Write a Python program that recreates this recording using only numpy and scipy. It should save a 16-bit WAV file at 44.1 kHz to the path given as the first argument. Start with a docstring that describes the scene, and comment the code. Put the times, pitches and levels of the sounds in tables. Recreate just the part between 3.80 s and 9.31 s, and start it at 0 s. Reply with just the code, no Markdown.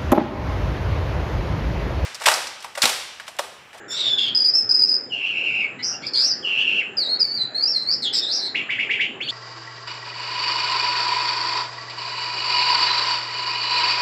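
"""In a small shop, a lark sings in a covered cage on a chest freezer.
Its syrinx, a fluttering tone with weighted partials, gives a rasp, ticks, pips, trills, buzzes,
rattles, slurred whistles and two-voiced chirps. Cage, lid and window return quick echoes as delayed
copies; the shop rings briefly as decaying noise, over a low wash of shaped noise and a faint hum of sines."""
import sys
import numpy as np
from scipy import signal
from scipy.fft import rfft, irfft, next_fast_len
from scipy.io import wavfile
from scipy.ndimage import uniform_filter1d

SR = 44100
rng = np.random.default_rng(int(sys.argv[2]) if len(sys.argv) > 2 else 0)


def generate_wav(signal):
    """Clip the signal to [-1, 1] and save it as 16-bit WAV at the path in sys.argv[1]."""
    frames = np.transpose(np.atleast_2d(signal))
    scaled = np.clip(frames, -1, 1) * 32767
    pcm = np.round(scaled).astype(np.int16)
    wavfile.write(sys.argv[1], SR, pcm)


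N = 242991
TIME = np.arange(N) / SR
# a phrase is sampled at these shares of its length
ALONG = np.linspace(0, 1, 120)
# partial blends of the churrs and of the buzzes, in the order of the partials in syrinx(),
# relative to the overtone level: level_db
CHURR_BLEND = [-9.5, 5.5, 3.5, -11, -17.5, -34]
BUZZ_BLEND = [-3, -2, 1, -22.5, -23, -34]


def gain_of(db):
    """The decibel law: 20 dB is a factor of ten in amplitude."""
    return 10 ** (np.asarray(db) / 20)


def evened(x):
    """Normalization to unit root mean square."""
    return x / np.sqrt(np.mean(x ** 2) + 1e-20)


def read(points, hz):
    """Linear interpolation of a table on a logarithmic frequency axis."""
    point_hz, value = np.transpose(points)
    return np.interp(np.log(hz + 1), np.log(point_hz + 1), value)


def coloured(x, points):
    """Zero-phase filtering: the spectrum is multiplied by a gain curve of frequency_hz, level_db."""
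    size = next_fast_len(len(x) + 4096)
    gain = gain_of(read(points, np.fft.rfftfreq(size, 1 / SR)))
    return irfft(rfft(x, size) * gain, size)[:len(x)]


def drift(size, rate_hz):
    """Low-passed noise: a Gaussian spectrum leaves a smooth random motion, up to one second long."""
    hz = np.fft.rfftfreq(SR, 1 / SR)
    spectrum = rfft(rng.standard_normal(SR)) * np.exp(-(hz / rate_hz) ** 2)
    return evened(irfft(spectrum, SR))[:size]


def add(mix, start_s, sound):
    """Superposition: a sound is summed into the mix from its start, cut at the end of the mix."""
    part = mix[max(round(start_s * SR), 0):][:len(sound)]
    part += sound[:len(part)]


def background():
    """Broadband noise of street and machines, drifting in patches, and steady sines of appliances."""
    # spectrum of the wash, only its shape counts: frequency_hz, density_db_per_hz
    wash_spectrum = [(25, -29), (50, -29.5), (70, -11), (90, -10), (115, 1), (165, -3.5), (240, 3),
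                     (380, 2.5), (600, -1.5), (1000, -8), (1700, -3.5), (3200, -18.5), (5800, -40),
                     (7300, -16.5), (8600, -61.5), (11000, -57)]
    # appliance hum: frequency_hz, rms_level_db
    hum_tones = [(120, -66), (409, -61), (807.5, -61)]
    wash_db, patchy_db = -41.5, 2.5
    z = signal.stft(rng.standard_normal(N), SR, nperseg=1024, noverlap=768)[2]
    patches = uniform_filter1d(rng.standard_normal(z.shape), size=20, axis=1)  # smooth in time
    patches = evened(uniform_filter1d(patches, size=6, axis=0))  # and in frequency
    patchy = z * gain_of(patchy_db * patches)
    wash = signal.istft(patchy, SR, nperseg=1024, noverlap=768)[1][:N]
    hum = sum(np.sqrt(2) * gain_of(db) * np.sin(2 * np.pi * (hz * TIME + rng.random()))
              for hz, db in hum_tones)
    return gain_of(wash_db) * evened(coloured(wash, wash_spectrum)) + hum


def phrase(time_s, hz, db, flutter, overtones_db):
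    """Control curves of the syrinx: time_s, pitch_hz, level_db, flutter_share of pitch, overtones_db."""
    return np.column_stack(np.broadcast_arrays(time_s, hz, db, flutter, overtones_db))


def syrinx(rows, blend_db, flutter_hz, unevenness, rough, throb, snap=0, limp=0, waver=0, attack_s=0.003):
    """Frequency and amplitude modulation: a membrane flutter shakes the pitch and strength of a gliding tone."""
    # partials beside the sung one: multiple_of_pitch
    partials = [.5, 1.5, 2, 2.5, 3, 4]
    row_s, *columns = np.transpose(rows)
    row_s = np.maximum.accumulate(row_s)
    t = np.arange(row_s[0], row_s[-1] + 0.0023, 1 / SR)
    hz, level_db, depth, overtones_db = (np.interp(t, row_s, column) for column in columns)
    beats = np.cumsum(flutter_hz * (1 + unevenness * drift(len(t), 120))) / SR

    # a snapping flutter kicks the pitch up and lets it sink back; a limping one alternates its beats
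    kick = uniform_filter1d(np.exp(-(beats % 1) / .25), size=70)
    swing = (1 - snap) * np.sin(2 * np.pi * beats)
    swing = swing + snap * evened(kick - kick.mean()) + limp * np.sin(np.pi * beats)
    # pitch and strength also wander together, more slowly
    wander = waver * drift(len(t), 60)
    shake = depth * (swing + wander + rough * drift(len(t), 820))
    phase = 2 * np.pi * np.cumsum(hz * (1 + shake + 0.004 * drift(len(t), 160))) / SR

    # the membrane swings at half the sung pitch; the throat favours its second partial
    overtones = sum(gain_of(db) * np.sin(k * phase) * (k * hz < SR / 2)
                    for k, db in zip(partials, blend_db))
    tone = np.sin(phase) + gain_of(overtones_db) * overtones
    pulse = np.cos(2 * np.pi * (beats - .15)) + 2 * limp * np.cos(np.pi * beats) + 3 * wander
    strength = evened(np.exp(throb * depth * pulse))
    edges = np.clip(np.minimum((t - t[0]) / attack_s, (t[-1] - t) / 0.0025), 0, 1)
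    envelope = np.sqrt(2) * gain_of(level_db) * strength * np.sin(edges * np.pi / 2) ** 2
    return row_s[0], envelope * tone


def rasp(curve, opening_s):
    """Changing timbre: strong reedy partials give way to the sung pitch, under a slow, uneven flutter."""
    # reedy partial blend: level_db
    reedy_blend = [-7.5, 4, -3.5, -17.5, -27, -32.5]
    open_time_s, reedy_db, open_db = 0.083, 0, -25.5
    time_s, hz, db, flutter = np.transpose(curve)
    # the throat opens over both breaths
    opened = 1 - np.exp(-((time_s - opening_s) / open_time_s) ** 2)
    rows = phrase(time_s, hz, db, flutter, reedy_db + (open_db - reedy_db) * opened)
    return syrinx(rows, reedy_blend, flutter_hz=90, unevenness=.3, rough=1, throb=11, snap=.4, waver=.3)


def tick(start_s, db):
    """A rapid downward glide: an octave and a half in five milliseconds is heard as a tick."""
    times = start_s + np.array([0, .002, .005])
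    rows = phrase(times, [5400, 4200, 1900], [db - 3, db, db - 14], 0, -30)
    return syrinx(rows, BUZZ_BLEND, flutter_hz=200, unevenness=0, rough=0, throb=0, attack_s=0.0015)


def tick_run(start_s, length_s, first_db, last_db):
    """A jittered pulse train: ticks at a nearly even pace, each a little stronger or weaker."""
    ticks_per_s, jitter_s, spread_db = 62, .002, 2
    t = np.arange(0, length_s, 1 / ticks_per_s)
    late, loud = rng.standard_normal((len(t), 2)).T
    db = first_db + (last_db - first_db) * t / length_s + spread_db * loud
    return [tick(*row) for row in zip(start_s + t + jitter_s * late, db)]


def pip(start_s, length_s, body_hz, end_hz, db):
    """A fast onset transient: pitch scoops up past its body, settles, then glides to its end and fades."""
    # pip partial blend: level_db
    pip_blend = [-5.5, -7.5, 5.5, -27, -17, -41]
    times = start_s + np.array([0, .003, 0.34 * length_s, length_s])
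    hz = [0.96 * body_hz, 1.01 * body_hz, body_hz, end_hz]
    rows = phrase(times, hz, [db, db, db, db - 7], [0.039, 0.0017, 0.0011, 0.0019], -34)
    return syrinx(rows, pip_blend, flutter_hz=300, unevenness=.2, rough=1, throb=2, attack_s=.0011)


def trill(start_s, length_s, hz, start_db, end_db, drop, drop_s):
    """Two rates of modulation: a limping flutter makes a low churr, and a slow sway bends it."""
    catch, settle_s, soft_db = 0.19, 0.02, 7  # slides in softly from above
    lead_s, accent_db, accent_s = 0.021, 7, .03  # then lands with an accent
    sag_hz_per_s, close_db = 410, 4.5
    sway_hz, sway_share, sway_db = 7.4, 0.03475, -0.3
    t = length_s * ALONG
    unsettled, closing = np.exp(-t / settle_s), np.exp((t - length_s) / drop_s)
    sway = -np.cos(2 * np.pi * sway_hz * t)
    pitch = (hz - sag_hz_per_s * t) * (1 + catch * unsettled + sway_share * sway - drop * closing)
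    entry_db = np.where(t < lead_s, -soft_db, accent_db * np.exp((lead_s - t) / accent_s))
    db = start_db + (end_db - start_db) * ALONG + entry_db + sway_db * sway - close_db * closing
    flutter = .066 * (1 - unsettled) ** 3 * (1 - .5 * closing)
    rows = phrase(start_s + t, pitch, db, flutter, overtones_db=-31.5)
    return syrinx(rows, CHURR_BLEND, flutter_hz=205, unevenness=.1, rough=.3, throb=4, limp=.5, waver=.3)


def bend(start, middle, end, turn):
    """A piecewise linear glide from start to a turning point and on to the end."""
    return np.interp(ALONG, [0, np.clip(turn, .05, .95), 1], [start, middle, end])


def buzzing(rows):
    """Roughness: a fast, fairly regular flutter is heard as a buzz."""
    return syrinx(rows, BUZZ_BLEND, flutter_hz=170, unevenness=.12, rough=.25, throb=6)


def buzz(start_s, length_s, start_hz, turn_hz, end_hz, turn, db, flutter, overtones_db):
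    """A bent note under a swelling envelope, loudest where its pitch turns."""
    swell_db, fade_db = 10.5, 15
    level_db = db - swell_db * bend(0.75, 0, 0, turn) ** 2 - fade_db * bend(0, 0, 0.93, turn) ** 2
    hz = bend(start_hz, turn_hz, end_hz, turn)
    return buzzing(phrase(start_s + length_s * ALONG, hz, level_db, flutter, overtones_db))


def rattle(start_s, length_s, start_hz, turn_hz, end_hz, turn, db, flutter, overtones_db):
    """Pulsed modulation: a slower, snapping flutter breaks a bent note that rises, holds and lets go."""
    attack_s, release_s, edge_db = 0.014, 0.016, 12.5
    t = length_s * ALONG
    held = np.clip(np.minimum(t / attack_s, (length_s - t) / release_s), 0, 1)
    hz = bend(start_hz, turn_hz, end_hz, turn)
    rows = phrase(start_s + t, hz, db - edge_db * (1 - held), flutter, overtones_db)
    return syrinx(rows, BUZZ_BLEND, flutter_hz=125, unevenness=.1, rough=.12, throb=6, snap=.4)


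def whistle(curve):
    """A nearly sinusoidal tone: weak partials and a shallow flutter leave a pure pitch that slurs."""
    # whistle partial blend: level_db
    pure_blend = [3.5, -0.5, 3.5, -30, -13.5, -38]
    rows = phrase(*np.transpose(curve), flutter=.004, overtones_db=-39.5)
    return syrinx(rows, pure_blend, flutter_hz=239, unevenness=0.68, rough=0.99, throb=1.7)


def loop():
    """Pitch-dependent roughness: a buzz climbs, grows harsh at the top and comes down again."""
    # the looping buzz: time_s, pitch_hz, level_db
    curve = [(4.41, 3643, -34.5), (4.44, 3702, -15), (4.463, 3680, -25), (4.502, 4115, -22),
             (4.53, 5090, -23.5), (4.567, 5227, -21), (4.597, 4170, -30), (4.626, 3994, -25.5),
             (4.67, 4095, -19.5), (4.685, 3630, -39)]
    time_s, hz, db = np.transpose(curve)
    # the flutter deepens as a power of the pitch
    return buzzing(phrase(time_s, hz, db, 0.033 * (hz / hz[0]) ** 2.8, overtones_db=-33.5))


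def chirp(start_s, length_s, rise_s, low_hz, low_db, high_hz, high_db):
    """Two sources in one syrinx: one sweeps up cleanly, then both flutter harshly as they sink."""
    foot_hz, overshoot, low_sink, high_sink = 1566, .07, .26, 0.0688  # all but the foot: shares of pitch
    sweep_db, low_fade_db, high_fade_db = 4, 12, 11.5
    low_flutter, high_flutter, overtones_db = 0.11, 0.088, -31
    t = length_s * ALONG
    risen = np.minimum(t / rise_s, 1)
    after = np.maximum((t - rise_s) / (length_s - rise_s), 0)
    top_hz = low_hz * (1 + overshoot)
    hz = (foot_hz + (top_hz - foot_hz) * risen ** 1.198) * (1 - low_sink * after ** 1.8)
    db = low_db + sweep_db * np.sin(np.pi * risen) - low_fade_db * after
    lower = phrase(start_s + t, hz, db, low_flutter * (t > rise_s), overtones_db)

    upper_s = start_s + rise_s + (length_s - rise_s) * ALONG
    upper = phrase(upper_s, high_hz * (1 - high_sink * ALONG), high_db - high_fade_db * ALONG,
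                   high_flutter, overtones_db)
    return [syrinx(rows, CHURR_BLEND, flutter_hz=332, unevenness=0.18, rough=0.76, throb=2.5)
            for rows in (lower, upper)]


def song():
    """Superposition of all syllables, each kind with its own flutter."""
    # two breaths of rasp, each a curve: time_s, pitch_hz, level_db, flutter_share of pitch
    breaths = [
        [(.08, 3700, -50, .005), (.11, 3537, -30.5, 0.016), (.18, 3784, -25.5, .038), (.23, 3674, -20.5, 0.034),
         (.285, 3454, -20, 0.031), (.31, 3497, -21, 0.016), (.35, 3450, -18.5, 0.0052),
         (.368, 3470, -37.5, .012)],
        [(.372, 3470, -27, 0.027), (.383, 3388, -15, 0.035), (.43, 3333, -21.5, 0.026),
         (.485, 3120, -22.5, 0.033), (.505, 3160, -48, 0.016)],
    ]
    # runs of ticks: start_s, length_s, first_level_db, last_level_db
    tick_runs = [(.111, .19, -30, -24), (.384, .1, -27, -27.5)]
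    # pips: start_s, length_s, body_pitch_hz, end_pitch_hz, level_db
    pips = [(0.548, 0.017, 5055, 4980, -15.5), (0.572, 0.013, 4994, 5210, -11.5),
            (0.6, 0.024, 4860, 5080, -15.5), (0.645, 0.023, 4870, 5120, -13),
            (0.666, 0.038, 4880, 5300, -14.5), (0.736, 0.022, 5070, 5370, -13.5),
            (0.75, .032, 5300, 5300, -12), (0.78, 0.045, 5213, 5040, -15.5), (.892, 0.01, 5063, 5000, -14),
            (0.91, 0.016, 5042, 5250, -9.5), (0.942, 0.033, 5002, 5300, -12),
            (0.991, 0.019, 4954, 5080, -12.5), (1.018, .04, 4917, 5270, -11),
            (1.073, 0.016, 5250, 5060, -17), (1.092, 0.012, 5060, 5040, -11), (1.11, .028, 4964, 4890, -14),
            (1.139, 0.028, 5140, 4960, -15.5)]
    # trills: start_s, length_s, pitch_hz, start_level_db, end_level_db, closing_drop_share, drop_time_s
    trills = [(1.299, 0.56, 2772, -28, -23.5, .11, .04), (2.627, .396, 2850, -24.5, -24.5, .38, 0.011)]
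    # buzzes and rattles: start_s, length_s, start_hz, turn_hz, end_hz, turn_place (0-1), level_db,
    # flutter_share of pitch, overtones_db
    buzzes = [(1.987, 0.035, 1960, 1985, 2280, 0.5, -34.5, 0.048, -8),
              (2.026, .131, 4860, 5483, 5330, 0.2, -22, .075, -34),
              (2.123, .038, 2896, 2743, 2890, 0.66, -42.5, 0.032, -30),
              (2.22, .045, 2123, 2346, 2630, 0.69, -39, 0.055, -0.5),
              (2.263, .017, 4900, 4960, 4160, .35, -21.5, .05, -31.5),
              (2.334, .018, 5760, 4435, 4240, .2, -17, 0.016, -31.5),
              (2.345, .12, 3076, 3710, 4440, 0.25, -31.5, .06, -28.5),
              (2.484, 0.041, 5560, 4908, 4470, 0.7, -17.5, 0.02, -40),
              (4.108, 0.054, 4810, 5060, 4650, .55, -19.5, 0.066, -38),
              (4.219, 0.073, 4435, 3465, 3010, 0.51, -20, .055, -26),
              (4.328, 0.069, 4050, 3760, 3640, .48, -27, .017, -13.5),
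              (5.402, 0.041, 1868, 3020, 3890, .36, -26.5, 0.024, -30),
              (5.423, 0.063, 4300, 4450, 4550, 0.4, -34.5, 0.016, -34),
              (5.475, .048, 2757, 3570, 3680, 0.45, -23, .04, -28),
              (5.481, 0.03, 3980, 4506, 4500, 0.7, -27, 0.02, -29)]
    rattles = [(2.342, .15, 4384, 4444, 5644, .28, -18.5, .075, -29.5),
               (4.327, .075, 4660, 4640, 4820, .45, -19, 0.12, -26.5)]
    # slurred whistles, each a curve: time_s, pitch_hz, level_db
    whistles = [
        [(3.168, 5206, -27), (3.184, 4760, -18), (3.21, 4430, -20.5), (3.24, 3895, -20.5), (3.275, 3770, -31),
         (3.3, 4268, -17.5), (3.345, 4310, -25), (3.36, 4470, -27)],
        [(3.394, 5285, -23.5), (3.413, 4844, -14), (3.445, 4560, -19), (3.5, 4450, -27.5), (3.555, 4706, -22),
         (3.59, 4050, -26), (3.62, 4050, -13), (3.652, 3817, -40)],
        [(3.745, 3980, -26), (3.755, 4195, -17.5), (3.8, 4410, -26.5), (3.842, 4920, -16.5), (3.87, 4950, -26)],
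        [(3.871, 5360, -25), (3.88, 5460, -11.5), (3.915, 5150, -29.5), (3.945, 4336, -22),
         (3.968, 4160, -12.5), (3.998, 3940, -37), (4.025, 4117, -20.5), (4.055, 4143, -29), (4.095, 4557, -15),
         (4.125, 4860, -26.5)],
    ]
    # chirps: start_s, length_s, rise_s, lower_hz, lower_db, upper_hz, upper_db
    chirps = [(4.744, .08, 0.012, 2495, -25.5, 2876, -24), (4.888, 0.088, .016, 2280, -26, 2960, -26),
              (4.982, 0.092, 0.017, 2453, -24.5, 2808, -28.5),
              (5.091, 0.09, .016, 2292, -23.5, 2910, -23.5), (5.191, .075, 0.016, 2317, -22.5, 2982, -22)]

    opening_s = breaths[0][0][0]
    notes = [rasp(curve, opening_s) for curve in breaths]
    notes += [one for row in tick_runs for one in tick_run(*row)]
    for sing, table in (pip, pips), (trill, trills), (buzz, buzzes), (rattle, rattles):
        notes += [sing(*row) for row in table]
    notes += [whistle(curve) for curve in whistles] + [loop()]
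    notes += [voice for row in chirps for voice in chirp(*row)]
    out = np.zeros(N)
    for start_s, sound in notes:
        add(out, start_s, sound)
    return out


def shop(x):
    """Convolution with a room response: direct sound, discrete reflections, then a diffuse tail."""
    # reflections from cage, lid and window: delay_ms, gain (re direct sound)
    echoes = [(0.776, 0.09), (1.438, 0.27), (2.236, 0.042), (3.98, 0.38), (5.773, 0.4), (6.279, 0.026),
              (7.639, 0.49), (10.172, 0.057), (15.798, 0.31), (18.825, 0.2)]
    # reverberation time of the shop: frequency_hz, t60_s
    ring = [(1500, 0.14), (3000, 0.45), (5000, 0.35), (9000, 0.051), (15000, 0.29)]
    tail_db, build_s = -4, 0.0042  # tail energy re direct sound; time in which it builds up
    size = SR // 2
    hz, t, z = signal.stft(rng.standard_normal(size), SR, nperseg=256)
    decay = gain_of(-60 * t / read(ring, hz)[:, None])
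    tail = signal.istft(z * decay, SR, nperseg=256)[1][:size]
    tail *= 1 - np.exp(-(np.arange(size) / SR / build_s) ** 2)

    # a delay is a phase slope, so echoes may fall between samples
    hz = np.fft.rfftfreq(size, 1 / SR)
    reflections = sum(gain * np.exp(-2j * np.pi * hz * ms / 1000) for ms, gain in echoes)
    early = irfft(1 + reflections, size)
    response = early + gain_of(tail_db) * tail / np.linalg.norm(tail)
    return signal.fftconvolve(x, response / np.linalg.norm(response))[:N]


def scene():
    """Superposition of the bird in the shop, coloured on its path, and the background."""
    # colour of cloth and microphone: frequency_hz, level_db
    colour = [(1000, -13.5), (2300, 3.5), (2750, 4), (3200, 0.5), (4200, -2.5), (5000, 1.5), (5700, -1.5),
              (6300, -2), (7300, 6), (10000, -6.5), (11500, -32), (13500, 15), (15500, 0)]
    return (coloured(shop(song()), colour) + background())[None]


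def record(dry):
    """Dynamic range compression: gain drops on loud notes and recovers slowly; then a low-pass filter."""
    threshold_db, squeeze, recovery_db_per_s = -15, 0.36, 10  # squeeze: dB of cut per dB over
    edge_hz = 15800
    power_db = 10 * np.log10(abs(uniform_filter1d(dry[0] ** 2, size=200)) + 1e-12)
    # a running peak that falls at the recovery rate
    fall_db = TIME * recovery_db_per_s
    peak_db = np.maximum.accumulate(power_db + fall_db) - fall_db
    over_db = np.maximum(peak_db - threshold_db, 0)
    ducked = dry / gain_of(squeeze * uniform_filter1d(over_db, size=150))
    low_pass = signal.firwin(511, edge_hz, window=("kaiser", 9), fs=SR)
    return signal.oaconvolve(ducked, low_pass[None], "same")


dry = scene()
out = record(dry)
generate_wav(out)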